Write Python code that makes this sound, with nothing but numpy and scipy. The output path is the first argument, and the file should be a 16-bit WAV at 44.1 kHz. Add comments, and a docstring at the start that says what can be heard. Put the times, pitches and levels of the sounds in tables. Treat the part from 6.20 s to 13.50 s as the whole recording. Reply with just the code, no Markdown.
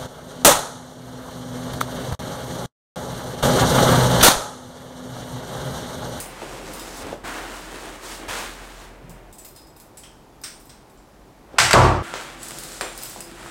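"""Duvet, door and waistband

Three spots in a flat, one straight after the other, on one mono microphone. In a humming bedroom a duvet
is shaken, pulled and smoothed, cloth rubbing on cloth. Bracelets jingle at the bathroom basin, then the
door swings shut with a latch clack and a booming thud, held down by a limiter. In the living room, the
bracelets now nearer the microphone, tight clothes are tugged up and the waistband snaps on skin."""
import sys
import numpy as np
from scipy import signal
from scipy.fft import rfft, irfft, next_fast_len
from scipy.io import wavfile
from scipy.ndimage import uniform_filter1d

SR = 44100
rng = np.random.default_rng(int(sys.argv[2]) if len(sys.argv) > 2 else 0)


def bounce(signal):
    """Save signal as a 16-bit WAV file at the path given by the first command-line argument."""
    frames = np.transpose(np.atleast_2d(signal))
    limited = np.clip(frames, -1, 1)
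    pcm = np.round(limited * 32767).astype(np.int16)
    wavfile.write(sys.argv[1], SR, pcm)


N = 321930
BATHROOM_S, LIVING_S = 3.12, 5.826   # when the second and third spots begin
TIME = np.arange(N) / SR
AGE = np.arange(SR) / SR   # seconds since a blow


def from_db(db):
    """Decibels to gain."""
    return 10 ** (np.asarray(db) / 20)


def rms_one(x):
    """Scale to unit rms."""
    return x / np.sqrt(np.mean(x ** 2) + 1e-20)


def fade(t60):
    """Decay of 60 dB in t60 seconds."""
    return np.exp(-np.log(1000) * AGE / t60)


def during(start, end, edge_s=0.0043):
    """One between start and end, with short ramps."""
    return np.clip(np.minimum(TIME - start, end - TIME) / edge_s + .5, 0, 1)


def add(out, start_s, sound):
    """Mix a sound in at the given time."""
    at = max(round(start_s * SR), 0)
    out[at:at + len(sound)] += sound[:N - at]


def drift(rate_hz):
    """A slow random wander with a spread of about 1."""
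    knots = np.arange(0, N / SR + 1, 1 / rate_hz)
    return np.interp(TIME, knots, rng.standard_normal(N // 40)[:len(knots)]) * np.sqrt(3 / 2)


def colour(x, spectrum):
    """Causal (minimum-phase) filter with the given spectrum; white noise keeps its power."""
    size = 2 * next_fast_len(len(x) // 2 + SR // 20)
    hz, db = np.transpose(spectrum)
    log_bins = np.log(np.fft.rfftfreq(size, 1 / SR) + 1)
    gain = rms_one(from_db(np.interp(log_bins, np.log(hz), db)))
    cepstrum = irfft(np.log(gain))
    cepstrum[1:size // 2] *= 2
    cepstrum[size // 2 + 1:] = 0
    return irfft(rfft(x, size) * np.exp(rfft(cepstrum)))[:len(x)]


def resonate(x, hz, width):
    """One resonance; white noise keeps its power."""
    radius = np.exp(-np.pi * width / SR)
    feedback = [1, -2 * radius * np.cos(2 * np.pi * hz / SR), radius ** 2]
    return signal.lfilter(np.sqrt((1 - radius ** 2) / 2) * np.array([1, 0, -1]), feedback, x)


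def blow(crack_db, crack_s, t60):
    """A short crack of contact, then dense room echoes that start at rms 1."""
    return rng.standard_normal(SR) * (from_db(crack_db) * np.exp(-AGE / crack_s) + fade(t60))


def room(x, wet_db, t60):
    """Direct sound reaches the microphone first, diffuse wall echoes a few milliseconds later."""
    tail = rng.standard_normal(SR) * fade(t60) * (AGE > .004)
    return x + from_db(wet_db) * signal.fftconvolve(x, tail / np.linalg.norm(tail))[:len(x)]


# still air in all three rooms: (frequency [Hz], density [dB])
AIR_COLOUR = [(15, -37), (28, -4), (48, 1), (74, -11.5), (137, -6), (175, -9), (380, -8), (480, -12.5),
              (850, -12), (1400, -21), (2800, -29), (6000, -32.5), (12000, -37.5), (16000, -41)]
# living-room ventilation: (frequency [Hz], width [Hz], level [dB])
VENT_BANDS = [(340.3, 4.2, -51.5), (512, 5.2, -58.5), (574, 11, -67)]
def room_tone(hum_hz=42.5):
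    """Air all through; a building hum, strongest in the bedroom; a vent droning in the living room."""
    bedroom, living = during(-1, BATHROOM_S), during(LIVING_S, N / SR + 1)
    air = from_db(-48.5) * colour(rng.standard_normal(N), AIR_COLOUR)
    hum = np.sqrt(2) * np.sin(2 * np.pi * hum_hz * TIME + .15 * drift(5))
    hum_gain = from_db(-47.5) * bedroom + from_db(-53) * living
    rumble = from_db(-56.5) * resonate(rng.standard_normal(N), hz=81, width=70)
    vent = sum(from_db(db) * resonate(rng.standard_normal(N), hz, width) for hz, width, db in VENT_BANDS)
    return air + hum * hum_gain + rumble * bedroom + vent * living


def friction(spectrum, slips_per_s, slip_db, spread_db):
    """A smooth rush of threads plus separate slips of creases, split into folds, rubbing and hiss."""
    sizes = from_db(spread_db * np.minimum(rng.exponential(1, N), 4)) * rng.choice([-1, 1], N)
    slipping = rng.random(N) < slips_per_s * from_db(4 * drift(25)) / SR
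    rub = colour(rng.standard_normal(N) + from_db(slip_db) * rms_one(sizes * slipping), spectrum)
    return [rms_one(signal.sosfilt(signal.butter(3, edges_hz, "band", fs=SR, output="sos"), rub))
            for edges_hz in [(110, 700), (700, 3500), (3500, 17000)]]


def stroke_speed(start, rise, hold, release):
    """A stroke gathers speed, keeps it, then slows to a tenth in each release time."""
    age = TIME - start
    gathering = np.sin(np.pi / 2 * np.clip(age / rise, 0, 1))
    slowing = 10 ** -np.clip((age - rise - hold) / release, 0, 10)
    return gathering * slowing


def stroke_gains(strokes, exponents=(0.86, 0.93, 1.12)):
    """Folds, rubbing and hiss each grow with the cloth's speed; overlapping strokes add in power."""
    power = np.zeros((3, N))
    for start, rise, hold, release, db, folds_db, hiss_db in strokes:
        speed = stroke_speed(start, rise, hold, release)
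        for k, above_db in enumerate((folds_db, 0, hiss_db)):
            power[k] += (from_db(db + above_db) * speed ** exponents[k]) ** 2
    return np.sqrt(power)


def pull(registers, gains, flutter_db):
    """Cloth in motion; the heavy folds flutter most, the thread hiss least."""
    return sum(noise * gain * from_db(flutter_db * drift(45) / (k + 1))
               for k, (noise, gain) in enumerate(zip(registers, gains)))


# the duvet is lifted, billows, is pulled taut, swept flat and sinks into place: (time [s], rise [s],
# hold [s], release [s], rubbing level [dB], folds above rubbing [dB], hiss above rubbing [dB])
DUVET_STROKES = [ (-0.02, 0.02, 0.14, 1, -40.5, -3.5, -8.5), (0.15, 0.087, 0.19, 0.74, -41, 2, -6.5),
                 (0.42, 0.13, 0.21, 0.05, -41.5, -4, -3), (0.73, .045, 0.057, 0, -44.5, -3, 2),
                 (0.77, 0.052, 0.11, 0.1, -39.5, 1, -9), (1.033, 0.025, .12, 0.66, -33.8, -3.5, -7.5),
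                 (1.28, 0.054, .03, 1, -44.5, -1, -0.5), (1.5, 0.057, .16, 0.34, -40.5, -1, -7),
                 (1.8, 0.083, 0.074, 0.16, -39, -2.5, -.5), (1.97, 0.043, .05, .2, -41.5, 0, -14),
                 (2.077, 0.016, 0.099, 0.29, -31, -7.5, -3), (2.35, .1, .2, 0.15, -45, -4, -4),
                 (2.6, 0.093, 0.31, 0.48, -53.5, 4, -20), ]
# its cloth when shaken, smoothed and swept: (frequency [Hz], density [dB])
SHAKE_COLOUR = [(59, -39), (100, -4), (224, -3), (283, 0.5), (415, -2.5), (524, 0), (648, -5.5),
                (705, -3.5), (2800, -14.5), (8280, -14.5), (10900, -22), (14700, -26), (16000, -34)]
SMOOTH_COLOUR = [(60, -37), (110, -16), (180, -10.5), (320, -0.5), (430, -4), (800, -4), (1300, -4.5),
                 (1800, -6.5), (2300, -10), (5000, -15), (8800, -15.5), (11000, -23.5), (16000, -27)]
SWEEP_COLOUR = [(60, -30), (110, -17), (200, -3), (430, -2), (600, -1.5), (1000, -1), (1700, -2.5),
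                (2500, -6.5), (5000, -16.5), (8600, -17.5), (11000, -24.5), (16000, -29)]
def duvet(smooth_s=1.037, sweep_s=2.079):
    """In the bedroom, cloth rubs on cloth: shaking, smoothing, sweeping, each taking over abruptly."""
    out = np.zeros(N)
    gains = stroke_gains(DUVET_STROKES)
    edges = [-1, smooth_s, sweep_s, BATHROOM_S]
    for spectrum, start, end in zip([SHAKE_COLOUR, SMOOTH_COLOUR, SWEEP_COLOUR], edges, edges[1:]):
        registers = friction(spectrum, slips_per_s=900, slip_db=-5.5, spread_db=3.5)
        out += pull(registers, gains, flutter_db=0.9) * during(start, end)
    return from_db(-0.28) * out


# clear knocks of the bracelets: (time [s], level [dB], favoured frequency [Hz], ring [dB])
BRACELET_KNOCKS = [(0.002, -19.5, 9500, -5.5), (0.535, -28, 14500, -5), (0.596, -28.5, 5100, 1.5),
                   (0.767, -31.5, 9000, -3), (2.895, -34.5, 12000, -5), (3.127, -37, 8000, 1),
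                   (3.184, -33, 7500, 0.5), (3.248, -29.5, 14700, 0.5), (3.362, -34.5, 8000, -1.5),
                   (3.564, -43, 12300, 5), (3.6, -36, 13000, 0), (3.772, -33.5, 10000, -2),
                   (4.215, -43, 13100, 4), (6.231, -25.5, 9000, -4), (6.285, -25, 8100, -6),
                   (6.386, -22, 9900, -14), (6.834, -23.5, 11480, 4), (7.006, -25, 8900, -1)]
# their resonances: (frequency [Hz], width [Hz], level [dB])
BRACELET_MODES = [(2660, 150, -13), (3770, 120, -8.5), (4230, 80, -12), (5060, 100, -4), (7760, 75, -2),
                  (8370, 200, -11), (9560, 120, -4), (10400, 200, -18), (11000, 150, -11), (12850, 90, -12),
                  (13130, 120, -8), (14520, 90, -9), (14950, 170, -11)]
# the tick of contact: (frequency [Hz], density [dB])
TICK_COLOUR = [(1500, -6.5), (4000, -7), (8500, 2.5), (11000, -6), (15500, -4)]
def bracelets(rebounds=4):
    """Knocks and weaker rebounds ring the bangles, nearer the microphone in the living room."""
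    out = np.zeros(N)
    for start, db, favoured_hz, ring_db in list(BRACELET_KNOCKS) + chatter():
        near = start > LIVING_S   # more crack, less room
        knock = blow(crack_db=3.5 + 10 * near, crack_s=0.00086, t60=0.3) * from_db(-10 - 3.6 * near)
        ring = 0
        for hz, width, mode_db in BRACELET_MODES:
            # the point of contact favours modes close to one frequency
            favour_db = 9 * np.exp(-(np.log2(hz / favoured_hz) / 0.31) ** 2)
            ring += from_db(mode_db + favour_db + rng.normal(0, 4.1)) * resonate(knock, hz, width)
        tick = from_db(-3.5) * colour(knock, TICK_COLOUR)
        add(out, start, from_db(db) * (from_db(ring_db - 13.5) * ring + tick))
        for delay in rng.uniform(0.0068, .06, rebounds):
            add(out, start + delay, from_db(db + ring_db - 29) * ring)
    return out


# puffs from taut cloth, bumps on the bed and the swinging door:
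# (time [s], level [dB], pitch [Hz], half-length [cycles])
AIR_PUFFS = [(0.219, -21.5, 620, 0.58), (0.231, -30, 330, 0.98), (0.441, -31, 310, .7),
             (0.83, -37, 80, 0.65), (0.905, -39, 85, 0.71), (0.928, -18, 520, 0.55), (1.039, -30, 210, .4),
             (1.042, -27, 900, .4), (2.068, -37.5, 80.5, .6), (2.842, -34.5, 139, 1.2),
             (2.888, -34, 150, 1.2), (5.341, -25.5, 397, 0.47), (6.961, -26.5, 810, 0.85),
             (7.261, -24.5, 1110, 0.59)]
def flaps(lead_cycles=3):
    """A moving fold or panel pushes one short puff of air, heard with the room around it."""
    out = np.zeros(N)
    for time, db, hz, cycles in AIR_PUFFS:
        turn = AGE * hz - lead_cycles
        puff = np.cos(2 * np.pi * turn) * np.exp(-(turn / cycles) ** 2)
        add(out, time - (lead_cycles - 1) / hz, from_db(db) * room(puff, wet_db=-1, t60=0.32))
    return out


# a hand skims taut cloth: (time [s], level [dB], frequency [Hz], width [Hz], swell [s])
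HAND_SKIMS = [(1.034, -37, 1370, 680, 0.058), (2.084, -41, 460, 160, .045), (1.9, -42, 1900, 1700, .015),
              (5.82, -40, 1400, 320, 0.065)]
def skims():
    """Taut cloth resonates under the hand: a breathy band of friction swells and dies."""
    out = np.zeros(N)
    for start, db, hz, width, swell in HAND_SKIMS:
        rush = rms_one(resonate(resonate(rng.standard_normal(SR), hz, width), hz, width))
        envelope = AGE / swell * np.exp(1 - AGE / swell)
        add(out, start, from_db(db) * rush * envelope)
    return out


# spells of wrist movement: (start [s], end [s], level [dB], favoured frequency [Hz])
WRIST_MOVES = [(3.2, 3.54, -46.5, 4800), (4.37, 4.49, -43.5, 12000), (4.668, 4.71, -49, 12000),
               (6.399, 6.47, -28, 14500), (6.75, 6.96, -31, 12700)]
def chatter(gap_s=.06, spread_db=2, ring_db=3):
    """A moving wrist jostles the bracelets: faint, uneven knocks, as rows like BRACELET_KNOCKS."""
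    knocks = []
    for start, end, db, hz in WRIST_MOVES:
        for k, (late, strength) in enumerate(rng.uniform(-1, 1, size=(12, 2))):
            time = start + gap_s * (k + 0.5 + late / 4)
            if time < end:
                knocks.append((time, db + spread_db * strength, hz, ring_db))
    return knocks


# hard things handled at the basin: (time [s], level [dB], ring frequency [Hz], ring [dB])
BASIN_CLICKS = [(3.775, -53.5, 7800, 4), (3.835, -48, 3160, -1), (4.237, -33, 8540, -10),
                (4.494, -47.5, 4100, -16), (4.773, -62.5, 7300, -4), (5.331, -65, 3540, 0)]
# the tone they share: (frequency [Hz], density [dB])
BASIN_COLOUR = [(600, -47), (1000, -6), (1400, 3), (2500, -0.5), (4300, -1), (5400, 6.5), (6800, -4.5),
                (8600, 5), (10000, -15), (13000, -13), (16000, -11)]
def basin():
    """Small hard clicks echo off the bathroom tiles, each thing with its own short ring."""
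    out = np.zeros(N)
    for start, db, hz, ring_db in BASIN_CLICKS:
        knock = blow(crack_db=-5, crack_s=0.0067, t60=0.45)
        ring = from_db(ring_db) * resonate(knock, hz, width=200)
        add(out, start, from_db(db) * (colour(knock, BASIN_COLOUR) + ring))
    return out


# air rushing through the door's last gap: (frequency [Hz], density [dB])
DRAUGHT_COLOUR = [(30, -6), (60, 2), (150, -8), (500, 0), (1000, -6), (2000, -13), (5000, -30),
                  (10000, -49)]
def draught(peak_db=-38, rise_s=0.05):
    """The closing door squeezes air through the narrowing gap until the latch strikes."""
    strike_s = LATCH_HITS[0][0]
    swell = np.exp(np.minimum(TIME - strike_s, 0) / rise_s) * during(BATHROOM_S, strike_s)
    return from_db(peak_db) * swell * colour(rng.standard_normal(N), DRAUGHT_COLOUR)


# the latch hits the strike plate, rides over it and drops in: (time [s], level [dB])
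LATCH_HITS = [(5.3842, -16), (5.387, -12.5), (5.400, -17), (5.509, -22.5), (5.531, -16), (5.538, -21.5)]
# its clack: (frequency [Hz], density [dB])
LATCH_COLOUR = [(35, -31), (60, -7.5), (160, -19), (270, -26), (450, -14.5), (900, -4.5), (1400, -4),
                (2200, -3), (3300, -6), (8200, -10), (10500, -21), (14000, -32), (16000, -40)]
# resonances of latch and plate: (frequency [Hz], width [Hz], level [dB])
LATCH_MODES = [(920, 90, -18), (1140, 61, -13), (1380, 58, -16), (1578, 30, -13), (1876, 27, -15),
               (2020, 30, -15.5), (2715, 30, -24), (4500, 46, -17), (5000, 41, -25), (7400, 90, -19.5)]
def latch():
    """Metal clacks on metal at the bathroom door, and latch and plate ring."""
    hits = np.zeros(N)
    for start, db in LATCH_HITS:
        add(hits, start, from_db(db) * blow(crack_db=7, crack_s=0.0033, t60=0.41))
    ring = sum(from_db(db) * resonate(hits, hz, width) for hz, width, db in LATCH_MODES)
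    return colour(hits, LATCH_COLOUR) + ring


# the door leaf jolts, then meets its frame: (time [s], level [dB])
DOOR_HITS = [(5.40, -26), (5.537, -4)]
# its wooden thud: (frequency [Hz], density [dB])
THUD_COLOUR = [(59, -20), (100, -10), (129, -5), (255, -13.5), (358, -9.5), (442, -10), (691, -8.5),
               (752, -10), (970, -6.5), (1060, -9), (1150, -7), (1720, -19), (8110, -43.5), (12900, -86),
               (16000, -80)]
# modes of the leaf and the bathroom: (frequency [Hz], level [dB], time to fade by 60 dB [s])
BOOM_MODES = [(53.6, -1, 0.63), (60.3, -9, .44), (90, -1.5, .8), (122.5, 3, 0.51), (160, -16, .89),
              (214, -16.5, .85), (286, -16.5, .77), (318, -10, .57), (356, -7, 0.7), (373.4, -9.5, 0.74),
              (528.6, -10.5, .6), (619, -10, 0.57), (685, 11, 0.06), (740, -8, .64), (837, -8.5, 0.58),
              (906, -4.5, .51), (993, -1.5, 0.36), (1141, -9.5, .72)]
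def door():
    """The wooden leaf thuds into its frame and its modes boom through the bathroom."""
    thud, boom = np.zeros((2, N))
    # each mode takes a few cycles to build up, so the bass arrives last
    modes = sum(from_db(db) * np.sin(2 * np.pi * hz * AGE) * fade(t60) * (1 - np.exp(-AGE * hz / 3.8))
                for hz, db, t60 in BOOM_MODES)
    for start, db in DOOR_HITS:
        add(thud, start, from_db(db) * blow(crack_db=-14, crack_s=0.017, t60=0.62))
        add(boom, start, from_db(db) * modes)
    return from_db(1) * colour(thud, THUD_COLOUR) + from_db(-1) * boom


# tugs at the clothes: (time [s], rise [s], hold [s], release [s], rubbing level [dB],
# folds above rubbing [dB], hiss above rubbing [dB])
CLOTHES_TUGS = [ (5.82, 0.023, 0.2, 0.43, -38, -8, -8.5), (6.17, .12, .27, .4, -45, -1.5, 4.5),
                (6.73, 0.085, 0.12, 0.21, -45.5, -6, 5), (6.94, 0.056, 0.16, 0.47, -47.5, 0, -4.5),
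                (7.14, 0.088, .06, .3, -43.5, -6, -4.5), ]
# stretchy fabric: (frequency [Hz], density [dB])
CLOTHES_COLOUR = [(59, -38), (100, -1), (255, -1), (335, -3), (471, -7.5), (705, -3.5), (1030, -4),
                  (1420, -1.5), (2470, -7), (6290, -8.5), (7940, -5), (15000, -22), (16000, -21)]
def clothes():
    """In the living room, hands drag stretchy fabric over skin."""
    registers = friction(CLOTHES_COLOUR, slips_per_s=350, slip_db=-11.5, spread_db=7.5)
    return pull(registers, stroke_gains(CLOTHES_TUGS), flutter_db=1.9)


# elastic snapping on the body: (time [s], level [dB], ring [dB])
ELASTIC_SNAPS = [(5.939, -33.5, -22), (5.956, -35.5, -20), (6.6106, -27.5, -1.5)]
# its slap: (frequency [Hz], density [dB])
SNAP_COLOUR = [(88, -38), (150, -17), (448, -0.5), (524, -0.5), (1120, -2.5), (2020, -5), (5460, -12.5),
               (7470, -11), (11700, -38), (14500, -26), (16000, -30)]
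# jewellery shaken by the snap: (frequency [Hz], width [Hz], level [dB])
JEWELLERY_MODES = [(7330, 150, -8.5), (8500, 400, -9)]
def waistband():
    """Elastic slaps the skin and the living room echoes; the hardest snap rings the jewellery."""
    out = np.zeros(N)
    for start, db, ring_db in ELASTIC_SNAPS:
        slap = blow(crack_db=13.5, crack_s=0.00071, t60=0.57)
        ring = sum(from_db(level) * resonate(slap, hz, width) for hz, width, level in JEWELLERY_MODES)
        add(out, start, from_db(db) * (colour(slap, SNAP_COLOUR) + from_db(ring_db) * ring))
    return out


def scene():
    """Bedroom, bathroom and living room in turn, as they reach one microphone."""
    bathroom = (basin() + draught() + latch() + door()) * during(BATHROOM_S, LIVING_S)
    living = (clothes() + waistband()) * during(LIVING_S, N / SR + 1)
    return (duvet() + skims() + flaps() + bracelets() + bathroom + living + room_tone())[None]


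def record(dry, ceiling_db=-8.5, release_db_per_s=90, saturation=1.1, cutoff_hz=16000):
    """After the microphone, a limiter ducks the slam; stray peaks are rounded and the top is cut."""
    level_db = 10 * np.log10(np.abs(uniform_filter1d(dry[0] ** 2, size=441)) + 1e-12)   # over 10 ms
    over_db = np.maximum(level_db - ceiling_db, 0)
    recovery_db = release_db_per_s * TIME
    reduction_db = np.maximum.accumulate(over_db + recovery_db) - recovery_db
    rounded = saturation * np.tanh(dry * from_db(-reduction_db) / saturation)
    return signal.sosfilt(signal.ellip(10, .2, 80, cutoff_hz, fs=SR, output="sos"), rounded)


dry = scene()
out = record(dry)
bounce(out)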